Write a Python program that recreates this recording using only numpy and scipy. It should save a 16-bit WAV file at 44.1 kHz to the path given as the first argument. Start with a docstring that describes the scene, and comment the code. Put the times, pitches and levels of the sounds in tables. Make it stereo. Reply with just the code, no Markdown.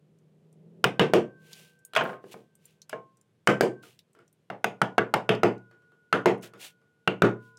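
"""A small room with a workbench: a steel gouge is driven into a hardwood panel in five short runs of knocks.
Each knock is a push, ringing modes and noise for the crack, a slower swell of bench and room, and loose steel
set ringing on the bench. A gouge drops and rocks to rest in dying bounces; steel ticks as filtered clicks, and
brushing over the carving is swelling noise. Below lie still-room noise and a far drone of noise and wavering
hum that fades. A fast limiter squashes the attacks."""
import sys
import numpy as np
from scipy import signal
from scipy.fft import rfft, irfft
from scipy.io import wavfile
from scipy.ndimage import uniform_filter1d, minimum_filter1d

SR = 44100
rng = np.random.default_rng(int(sys.argv[2]) if len(sys.argv) > 2 else 0)


def wav_record(signal):
    """Record a signal, one row per channel, as 16-bit PCM in the file named by sys.argv[1]."""
    frames = np.transpose(np.atleast_2d(signal))
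    bounded = np.clip(frames, -1, 1)
    # unit amplitude maps onto the largest positive 16-bit level
    quanta = np.round(bounded * 32767).astype(np.int16)
    wavfile.write(sys.argv[1], SR, quanta)


N = 334278
T = np.arange(round(.45 * SR)) / SR  # clock of one blow, seconds

# Knocks on the gouge, the last of each run the heaviest. Each row: start in seconds, force in dB,
# bass weight in dB, treble snap in dB, pitch of the cut in Hz, crack in dB.
KNOCK_ROWS = [(0.8414, -13.5, -0.5, 0, 2880, 10), (0.995, -8, 3.5, -2.5, 3380, 3.5),
              (1.136, -11, 7, 2, 610, -6), (3.4729, -8, 1.5, 0.5, 1460, 6.5), (3.609, -15, 10, 8, 640, 3.5),
              (4.501, -26.5, -3.5, -14, 800, -1), (4.6428, -19, -3, -0.5, 755, 4),
              (4.8162, -15, -4, -6, 740, 7.5), (4.981, -13.5, 0.5, -14, 1500, 12.5),
              (5.1392, -14, -4, -4, 810, 4), (5.2917, -10, 0.5, -8.5, 3120, -3.5),
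              (5.4332, -10.5, 4.5, -6, 764, -6), (6.1275, -10, -2, -7, 1410, 1.5),
              (6.258, -9.5, 5.5, -4, 790, -9.5), (7.0755, -15.5, 1, -10, 2930, 3),
              (7.2204, -8, 6, -5, 1421, 10.5)]
# Place of the crack, moving from right to left. Each row: time in seconds, left minus right in dB.
KNOCK_PAN = [(0.8, -2), (4.5, 6), (7.5, 5)]
# Modes of gouge and handle. Each row: pitch in Hz, relative level in dB, time to fall 60 dB in seconds.
# Here and in the bench and steel tables the pitches are those of the early runs.
GOUGE_MODES = [(763, -12, 0.023), (987, -19, .03), (1415, -1.5, 0.025), (1620, 1.5, 0.022),
               (2220, 1, 0.015), (2957, -5.5, 0.025), (4200, -15, 0.0043)]
# Modes of bench top and panel. Each row: pitch in Hz, relative level in dB, time to fall 60 dB in seconds.
BENCH_MODES = [(126.44, -21.5, 0.49), (147, -21.5, .33), (201.8, -12.5, 0.33), (236.4, -21, 0.37),
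               (309.4, -21.5, 0.34), (376, -6.5, 0.17), (434.7, -20, 0.22), (457, -8.5, .25),
               (499.7, -10, 0.24), (591, -19.5, 0.15), (714, -15, 0.19), (864, -21, 0.053),
               (1235, -14.5, 0.16), (1542, -20, 0.27), (1860, -27.5, 0.21), (2290, -29.5, 0.24),
               (2340, -30.5, 0.16), (2834, -29, 0.14)]
# Dense splintering crack at the edge. Each row: band in Hz, relative dB per Hz, time to fall 60 dB in seconds.
CRACK_BANDS = [(60.4, -21.5, 0.018), (175, 15, 0.088), (326, -8, 0.013), (820, 22, 0.017),
               (1612, 12.5, 0.038), (3180, 7, 0.031), (3800, 7.5, 0.017), (8000, 3.5, 0.013),
               (15600, -7, 0.015)]
# The room's answer to a blow. Each row: band in Hz, relative dB per Hz, time to fall 60 dB in seconds.
ROOM_BANDS = [(40, -30.5, .5), (81, -42, 0.61), (126, 6, 0.25), (260, 3, 0.29), (414, 9, 0.25),
              (715, 4, 0.22), (1400, -1, 0.21), (3130, -5.5, 0.18), (3960, -13, 0.16), (7200, -22.5, 0.19),
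              (15200, -32.5, 0.11)]
# The edge set on the wood or eased out of a cut. Each row: start in seconds, force in dB.
TOUCH_ROWS = [(3.835, -49), (4.15, -52), (4.189, -50.5), (5.712, -52.5), (5.821, -61.5), (5.919, -58.5),
              (6.435, -40), (6.536, -41.5), (6.815, -62)]
# Tools bumped on the bench. Each row: start in seconds, force in dB, bass weight in dB, treble snap in dB,
# pitch of the contact in Hz, ping of the blade in dB.
BUMP_ROWS = [(1.9345, -36.5, -4, 4, 3380, -13), (1.9512, -25, -22, 0, 3870, -29.5),
             (2.241, -48.5, 10, -9.5, 496, -8), (2.3415, -39.5, 4, -40, 714, -13.5),
             (2.895, -44.5, -27, 19, 2880, -11), (2.929, -30, 0.5, -15.5, 900, 2.5)]
# Blade and handle of a landing tool. Each row: pitch in Hz before a common factor of 0.97,
# relative level in dB, time to fall 60 dB in seconds.
BLADE_MODES = [(450.4, -10.5, 0.16), (630, -2, 0.12), (679, -9.5, 0.25), (1099.5, -11, .42),
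               (1733, -2.5, 0.052), (2370, -10.5, 0.036), (2910, -13, 0.092), (3713, -12.5, 0.013)]
# Loose steel on the bench. Each row: pitch in Hz, relative level in dB, time to fall 60 dB in seconds.
STEEL_MODES = [(392, -49.5, 0.64), (485, -59, 3.7), (1085, -51.5, 1.2), (1556, -49.5, 3.8)]
# Clear ticks of steel and snaps of wood fibre. Each row: start in seconds, level in dB before
# a common 7 dB lift, centre in Hz.
TICK_ROWS = [(1.531, -33, 4770), (1.85, -39.5, 9970), (2.038, -48.5, 13000), (2.553, -54, 8900),
             (2.655, -47, 9850), (2.818, -41, 5200), (2.894, -46, 11000), (3.171, -60.5, 7000),
             (3.636, -47, 9200), (3.991, -38, 3470), (5.35, -41, 4470), (7.572, -52.5, 5870)]
# Hand and blade brushing over the wood. Each row: peak in seconds, level in dB, rise in seconds, fall in seconds.
BRUSH_ROWS = [(1.57, -53, .15, 0.16), (2.08, -58, 0.1, 0.087), (2.3, -61, 0.07, 0.15),
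              (2.326, -46, 0.016, 0.02), (2.68, -66.5, 0.097, .1), (3.833, -54.5, 0.0087, 0.13),
              (6.432, -45.5, 0.012, 0.055), (6.636, -41, 0.046, 0.069), (7.45, -68.5, 0.057, 0.089)]
# Colour of the brushing. Each row: frequency in Hz, relative dB per Hz.
BRUSH_COLOUR = [(100, -15.5), (600, 9.5), (1400, 7), (2800, 19.5), (5000, 11), (9000, 9.5), (15000, 4)]
# Colour of the still room. Each row: frequency in Hz, relative dB per Hz.
QUIET_COLOUR = [(30, -20), (70, -14), (120, 0), (175, -1), (260, -10), (420, -9), (800, -20), (1500, -22),
                (3200, -24), (5000, -31), (8000, -32), (12000, -36), (16000, -47)]
# Colour of the drone's noise. Each row: frequency in Hz, relative dB per Hz.
RUMBLE_COLOUR = [(40, -31), (110, -15.5), (145, -5), (175, -3), (215, -7), (280, -18), (400, -7.5),
                 (600, -19), (1200, -39.5), (3000, -62)]
# Course of the drone. Each row: time in seconds, level in dB, pitch of the hum in Hz before its waver.
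DRONE_COURSE = [(0, -67.5, 156.1), (0.399, -65, 158.9), (.8, -56.5, 168.4), (1.251, -62, 153),
                (1.602, -62.5, 157), (1.85, -82.5, 146.9), (2.699, -71.5, 157.2), (3.3, -80.5, 160.1),
                (7.6, -82, 149.7)]
# Lines of the hum. Each row: multiple of its pitch, level against the drone in dB.
HUM_LINES = [(1, 4.5), (1.25, -3.5)]

LATE_S, LATE_PITCH = 3.95, 1 / 1.0722  # blows after this second ring lower by this ratio
TOUCH_WEIGHT_DB, TOUCH_SNAP_DB, TOUCH_HZ, TOUCH_CRACK_DB = 3.5, 5, 1460, -7.5
TOOL_CRACK_DB, TOOL_PAN_DB = -0.5, 2.6  # sharpness and left-right place of the lighter contacts
DROP_S, DROP_DB, DROP_WEIGHT_DB, DROP_SNAP_DB, DROP_HZ, DROP_PING_DB = 1.9625, -7.5, -22.5, -11.5, 2980, -10.5
BOUNCE_GAP_S, BOUNCE_KEEP = .0465, .93  # first gap, and the share of it kept each time
BOUNCE_DB, BOUNCE_LOSS_DB = -20.5, 5.5  # first force, and the loss per bounce
BOUNCE_WEIGHT_DB, BOUNCE_SNAP_DB, BOUNCE_HZ = -2, -20.5, 650
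BLADE_LAG_S, BLADE_DB, BLADE_PITCH = .0075, -4, 2  # the blade against the handle: delay, force, pitch ratio
DAMPED_S = 3.83  # a touch stills the loose steel
STEEL_CRACK_SHARE = 0.58  # how much more a sharp knock stirs the loose steel
STEEL_SCATTER_DB = 2
FAINT_PER_S, FAINT_HZ, FAINT_OCTAVES = 2, 7500, 0.23  # chance ticks: rate, middle pitch, spread
FAINT_DB, FAINT_SPREAD_DB = -62.5, 1.5  # before the lift that all ticks share
QUIET_DB = -70.5
EDGE_HZ = 16300  # upper band limit


def knocks():
    """Blows drive the edge into the wood; the last of a run bottoms out and thumps the bench."""
    out = np.zeros((2, N))
    for s, *knock in KNOCK_ROWS:
        pan_db = np.interp(s, *np.transpose(KNOCK_PAN))
        add(out, s, blow(s, *knock, pan_db))
    return out


def blow(s, force_db, weight_db, snap_db, cut_hz, crack_db, pan_db):
    """A short push and crack, then the bench and the room; a heavy blow puts more into the bass."""
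    t = T[:3072]
    u = t / 0.00019
    push = amp(11.0 + 0.91 * weight_db) * u * (2 - u) * np.exp(-u)

    # the wood right under the edge
    cut = amp(-8.5) * np.sin(2 * np.pi * cut_hz * t) * np.exp(-np.log(1000) * t / 0.0066)
    gouge = amp(2.0) * ring(GOUGE_MODES, t, pitch_at(s), scatter_db=5)
    crack = pair(gouge + cut) + amp(-3.5) * burst(CRACK_BANDS, size=3072)
    crack = crack * (1 - np.exp(-t / 0.00098)) + pair(push)
    crack = crack * amp(crack_db) * amp([[pan_db / 2], [-pan_db / 2]])

    # the heavy top swings up slowly, the room slower still
    bench = amp(-3.5) * ring(BENCH_MODES, T, pitch_at(s), scatter_db=2.5) * (1 - np.exp(-T / 0.0092))
    room = amp(2) * burst(ROOM_BANDS, size=len(T)) * (1 - np.exp(-T / 0.017))
    sound = (bench + room) * amp([[1], [-1]])  # 2 dB to the left
    add(sound, 0, crack)

    grid = np.arange(0, SR / 2, 230)
    ripple_db = 3 * rng.standard_normal(len(grid)) * np.minimum(grid / 2500, 1)

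    def tone(hz):
        """Bass and boom by weight, treble by snap, and the ripple of resonances that each new bite has."""
        bass = 0.71 / (1 + (hz / 600) ** 4) + 0.85 * bump(hz, 360, 0.22)
        treble = 1 / (1 + (3800 / (hz + 1)) ** 3)
        bite_db = 6.6 * bump(hz, cut_hz, 0.41) + np.interp(hz, grid, ripple_db)
        return weight_db * bass + snap_db * treble + bite_db

    return amp(force_db) * colour(sound, tone)


def pitch_at(s):
    """After 3.95 s, gouge and bench ring about 7% lower."""
    return LATE_PITCH if s > LATE_S else 1


def touches():
    """The edge is placed for the next cut, or freed from the last: a tiny knock."""
    out = np.zeros((2, N))
    for s, force_db in TOUCH_ROWS:
        touch = blow(s, force_db, TOUCH_WEIGHT_DB, TOUCH_SNAP_DB, TOUCH_HZ, TOUCH_CRACK_DB, TOOL_PAN_DB)
        add(out, s, touch)
    return out


def dropped_gouge(count=4):
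    """One bright landing, then bounces ever sooner and weaker, each on the handle and then on the blade."""
    out, s = np.zeros((2, N)), DROP_S
    contacts = [(s, DROP_DB, DROP_WEIGHT_DB, DROP_SNAP_DB, DROP_HZ)]
    for k in range(count):
        s += BOUNCE_GAP_S * BOUNCE_KEEP ** k
        force_db = BOUNCE_DB - k * BOUNCE_LOSS_DB
        contacts.append((s, force_db, BOUNCE_WEIGHT_DB, BOUNCE_SNAP_DB, BOUNCE_HZ))
    for s, force_db, weight_db, snap_db, hz in contacts:
        handle = landing(s, force_db, weight_db, snap_db, hz, DROP_PING_DB)
        blade = landing(s, force_db + BLADE_DB, weight_db, snap_db, hz * BLADE_PITCH, DROP_PING_DB)
        add(out, s, handle)
        add(out, s + BLADE_LAG_S, blade)
    return out


def bumps():
    """Tools are nudged and lifted on the bench: light landings."""
    out = np.zeros((2, N))
    for row in BUMP_ROWS:
        add(out, row[0], landing(*row))
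    return out


def landing(s, force_db, weight_db, snap_db, contact_hz, ping_db):
    """A tool meets the bench: a blow, and a ping of its blade."""
    ping = amp(force_db + ping_db) * pair(ring(BLADE_MODES, T, 0.97), lag_s=.0001)
    return blow(s, force_db, weight_db, snap_db, contact_hz, TOOL_CRACK_DB, TOOL_PAN_DB) + ping


def loose_steel():
    """Each knock tops up the ringing of loose steel, unevenly from mode to mode; a touch stills it once."""
    t, out = np.arange(N) / SR, np.zeros(N)
    s, force_db, *_, crack_db = np.transpose(KNOCK_ROWS)
    for hz, db, t60 in STEEL_MODES:
        scatter_db = STEEL_SCATTER_DB * rng.standard_normal(len(s))
        kicks = np.zeros(N)
        kicks[np.round(s * SR).astype(int)] = amp(force_db + STEEL_CRACK_SHARE * crack_db + scatter_db) ** 2
        for part, pitch in ((t < DAMPED_S, 1), (t >= DAMPED_S, LATE_PITCH)):
            # the energy leaks away and restarts from nothing after the touch
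            energy = signal.lfilter([1], [1, -np.exp(-2 * np.log(1000) / (t60 * SR))], kicks[part])
            turns = hz * pitch * t[part] + rng.random()
            # a twin mode 7 Hz higher beats with it
            twin = amp(-18.5) * np.sin(2 * np.pi * (turns + 7 * t[part] + rng.random()))
            out[part] += amp(db) * np.sqrt(energy) * (np.sin(2 * np.pi * turns) + twin)
    touch_fade = np.minimum(abs(t - DAMPED_S) / 0.0081, 1)
    return out * touch_fade * amp([[1], [-1]])


def ticks():
    """Tiny bright clicks with a faint tail: decaying noise held around a centre pitch."""
    out, t = np.zeros((2, N)), T[:8192]
    shape = np.exp(-t / 0.0017) + amp(-10) * np.exp(-t / 0.011)
    grid = np.arange(0, SR / 2, 400)
    for s, db, centre_hz in TICK_ROWS + faint_ticks():
        click = rng.standard_normal((2, len(t))) * shape
        ripple_db = 4 * rng.standard_normal(len(grid))

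        def tone(hz):
            """A bell around the centre, roughened by chance."""
            return 22 * (bump(hz, centre_hz, 0.83) - 1) + np.interp(hz, grid, ripple_db)

        add(out, s, amp(db + 7) * colour(click, tone))
    return out


def faint_ticks():
    """Handled tools and wood tick by chance: rows of start in seconds, level in dB, centre in Hz."""
    times = np.flatnonzero(rng.random(N) < FAINT_PER_S / SR) / SR
    rows = []
    for s, (a, b) in zip(times, rng.standard_normal((len(times), 2))):
        rows.append((s, FAINT_DB + FAINT_SPREAD_DB * a, FAINT_HZ * 2 ** (FAINT_OCTAVES * b)))
    return rows


def brushes(grain_db=1.8):
    """Skin and steel rub over the grain: a hiss that catches on the fibres."""
    t, power = np.arange(N) / SR, np.zeros(N)
    for s, db, rise, fall in BRUSH_ROWS:
        power += amp(db) ** 2 * np.exp(-4 * ((t - s) / np.where(t < s, rise, fall)) ** 2)
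    fibres = uniform_filter1d(rng.standard_normal(N), size=90)
    catching = amp(grain_db * fibres / fibres.std())
    return hiss(BRUSH_COLOUR, size=N) * np.sqrt(power) * catching


def background(waver_hz=3.5):
    """Still-room noise and a low drone whose wavering hum rises a little, sags and fades."""
    t = np.arange(N) / SR
    s, db, hz = np.transpose(DRONE_COURSE)
    knots = np.arange(0, N / SR, .05)
    waver = np.interp(t, knots, waver_hz * rng.standard_normal(len(knots)))
    turns = np.cumsum(np.interp(t, s, hz) + waver) / SR
    hum = sum(amp(line_db) * np.sin(2 * np.pi * k * turns) for k, line_db in HUM_LINES)
    quiet = amp(QUIET_DB) * hiss(QUIET_COLOUR, size=N)
    drone = amp(np.interp(t, s, db)) * (hiss(RUMBLE_COLOUR, size=N) + hum)
    return quiet + drone


def amp(db):
    """Decibels to gain."""
    return 10 ** (np.asarray(db) / 20)


def read(points, hz):
    """A spectrum joined by straight lines over log frequency."""
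    f, value = np.transpose(points)[:2]
    return np.interp(np.log(hz + 1), np.log(f + 1), value)


def add(mix, s, sound):
    """Mixes a stereo sound in at time s, in place."""
    part = mix[:, max(round(s * SR), 0):][:, :sound.shape[1]]
    part += sound[:, :part.shape[1]]


def noise_spectrum(size, apart_hz=750):
    """White noise at two microphones: nearly alike in the bass, unrelated in the treble."""
    hz = np.fft.rfftfreq(size, 1 / SR)
    a, b = rfft(rng.standard_normal((2, size)))
    same = .97 / (1 + (hz / apart_hz) ** 4)
    return hz, np.array([a, same * a + np.sqrt(1 - same ** 2) * b])


def hiss(spectrum, size):
    """Steady coloured stereo noise of rms 1."""
    hz, z = noise_spectrum(size)
    x = irfft(z * amp(read(spectrum, hz)), size)
    return x / x.std()


def burst(bands, size):
    """Stereo noise in which every band dies at its own speed."""
    hz, z = noise_spectrum(size)
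    f, _, t60 = np.transpose(bands)
    # overlapping triangles over log frequency share the noise among the bands
    shares = np.array([np.interp(np.log(hz + 1), np.log(f), row) for row in np.eye(len(f))])
    parts = irfft(shares[:, None] * z * amp(read(bands, hz)), size)
    decay = np.exp(-np.log(1000) * T[:size] / t60[:, None, None])
    return (parts * decay).sum(0)


def ring(modes, t, pitch, scatter_db=0):
    """Dying sines set off together, their strengths scattered from blow to blow by scatter_db."""
    hz, db, t60 = np.transpose(modes)[:, :, None]
    db = db + scatter_db * rng.standard_normal(hz.shape)
    sign = (-1) ** np.arange(len(hz))[:, None]  # neighbouring modes swing in opposite senses
    decay = np.exp(-np.log(1000) * t / t60)
    return (sign * amp(db) * decay * np.sin(2 * np.pi * hz * pitch * t)).sum(0)


def colour(x, db_of_hz, size=2048):
    """A causal, minimum-phase filter with the given gain."""
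    log_gain = np.log(amp(db_of_hz(abs(np.fft.fftfreq(size, 1 / SR)))))
    taps = np.fft.ifft(np.exp(np.conj(signal.hilbert(log_gain)))).real
    return signal.fftconvolve(x, taps[None], axes=1)[:, :x.shape[1]]


def bump(hz, centre_hz, octaves):
    """A bell over log frequency, of height 1."""
    return np.exp(-(np.log2((hz + 1) / centre_hz) / octaves) ** 2)


def pair(x, lag_s=0.00022):
    """The sound reaches the left microphone first."""
    t = T[:len(x)]
    return np.array([x, np.interp(t - lag_s, t, x, left=0)])


def scene():
    """The workbench, close to a pair of microphones."""
    tools = knocks() + touches() + dropped_gouge() + bumps()
    return tools + loose_steel() + ticks() + brushes() + background()


def record(dry, low_cut_hz=88, recovery_db_per_s=850):
    """A low cut; a fast limiter holds each attack down and lets the thump swell behind it; a band limit."""
    dry = signal.sosfilt(signal.butter(4, low_cut_hz, "high", fs=SR, output="sos"), dry)
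    over_db = np.maximum(20 * np.log10(abs(dry).max(0) + 1e-9) + .7, 0)  # excess above -0.7 dB
    # the gain reduction jumps up with a peak and then falls at a steady rate
    fall = np.arange(N) * recovery_db_per_s / SR
    held_db = np.maximum.accumulate(over_db + fall) - fall
    # widened and smoothed, so the gain is already down when the peak comes
    reduction_db = uniform_filter1d(-minimum_filter1d(-held_db, size=61), size=61)
    limited = dry / amp(reduction_db)
    band_limit = signal.firwin(255, EDGE_HZ, window=("kaiser", 9), fs=SR)
    return signal.oaconvolve(limited, band_limit[None], "same")


dry = scene()
out = record(dry)
wav_record(out)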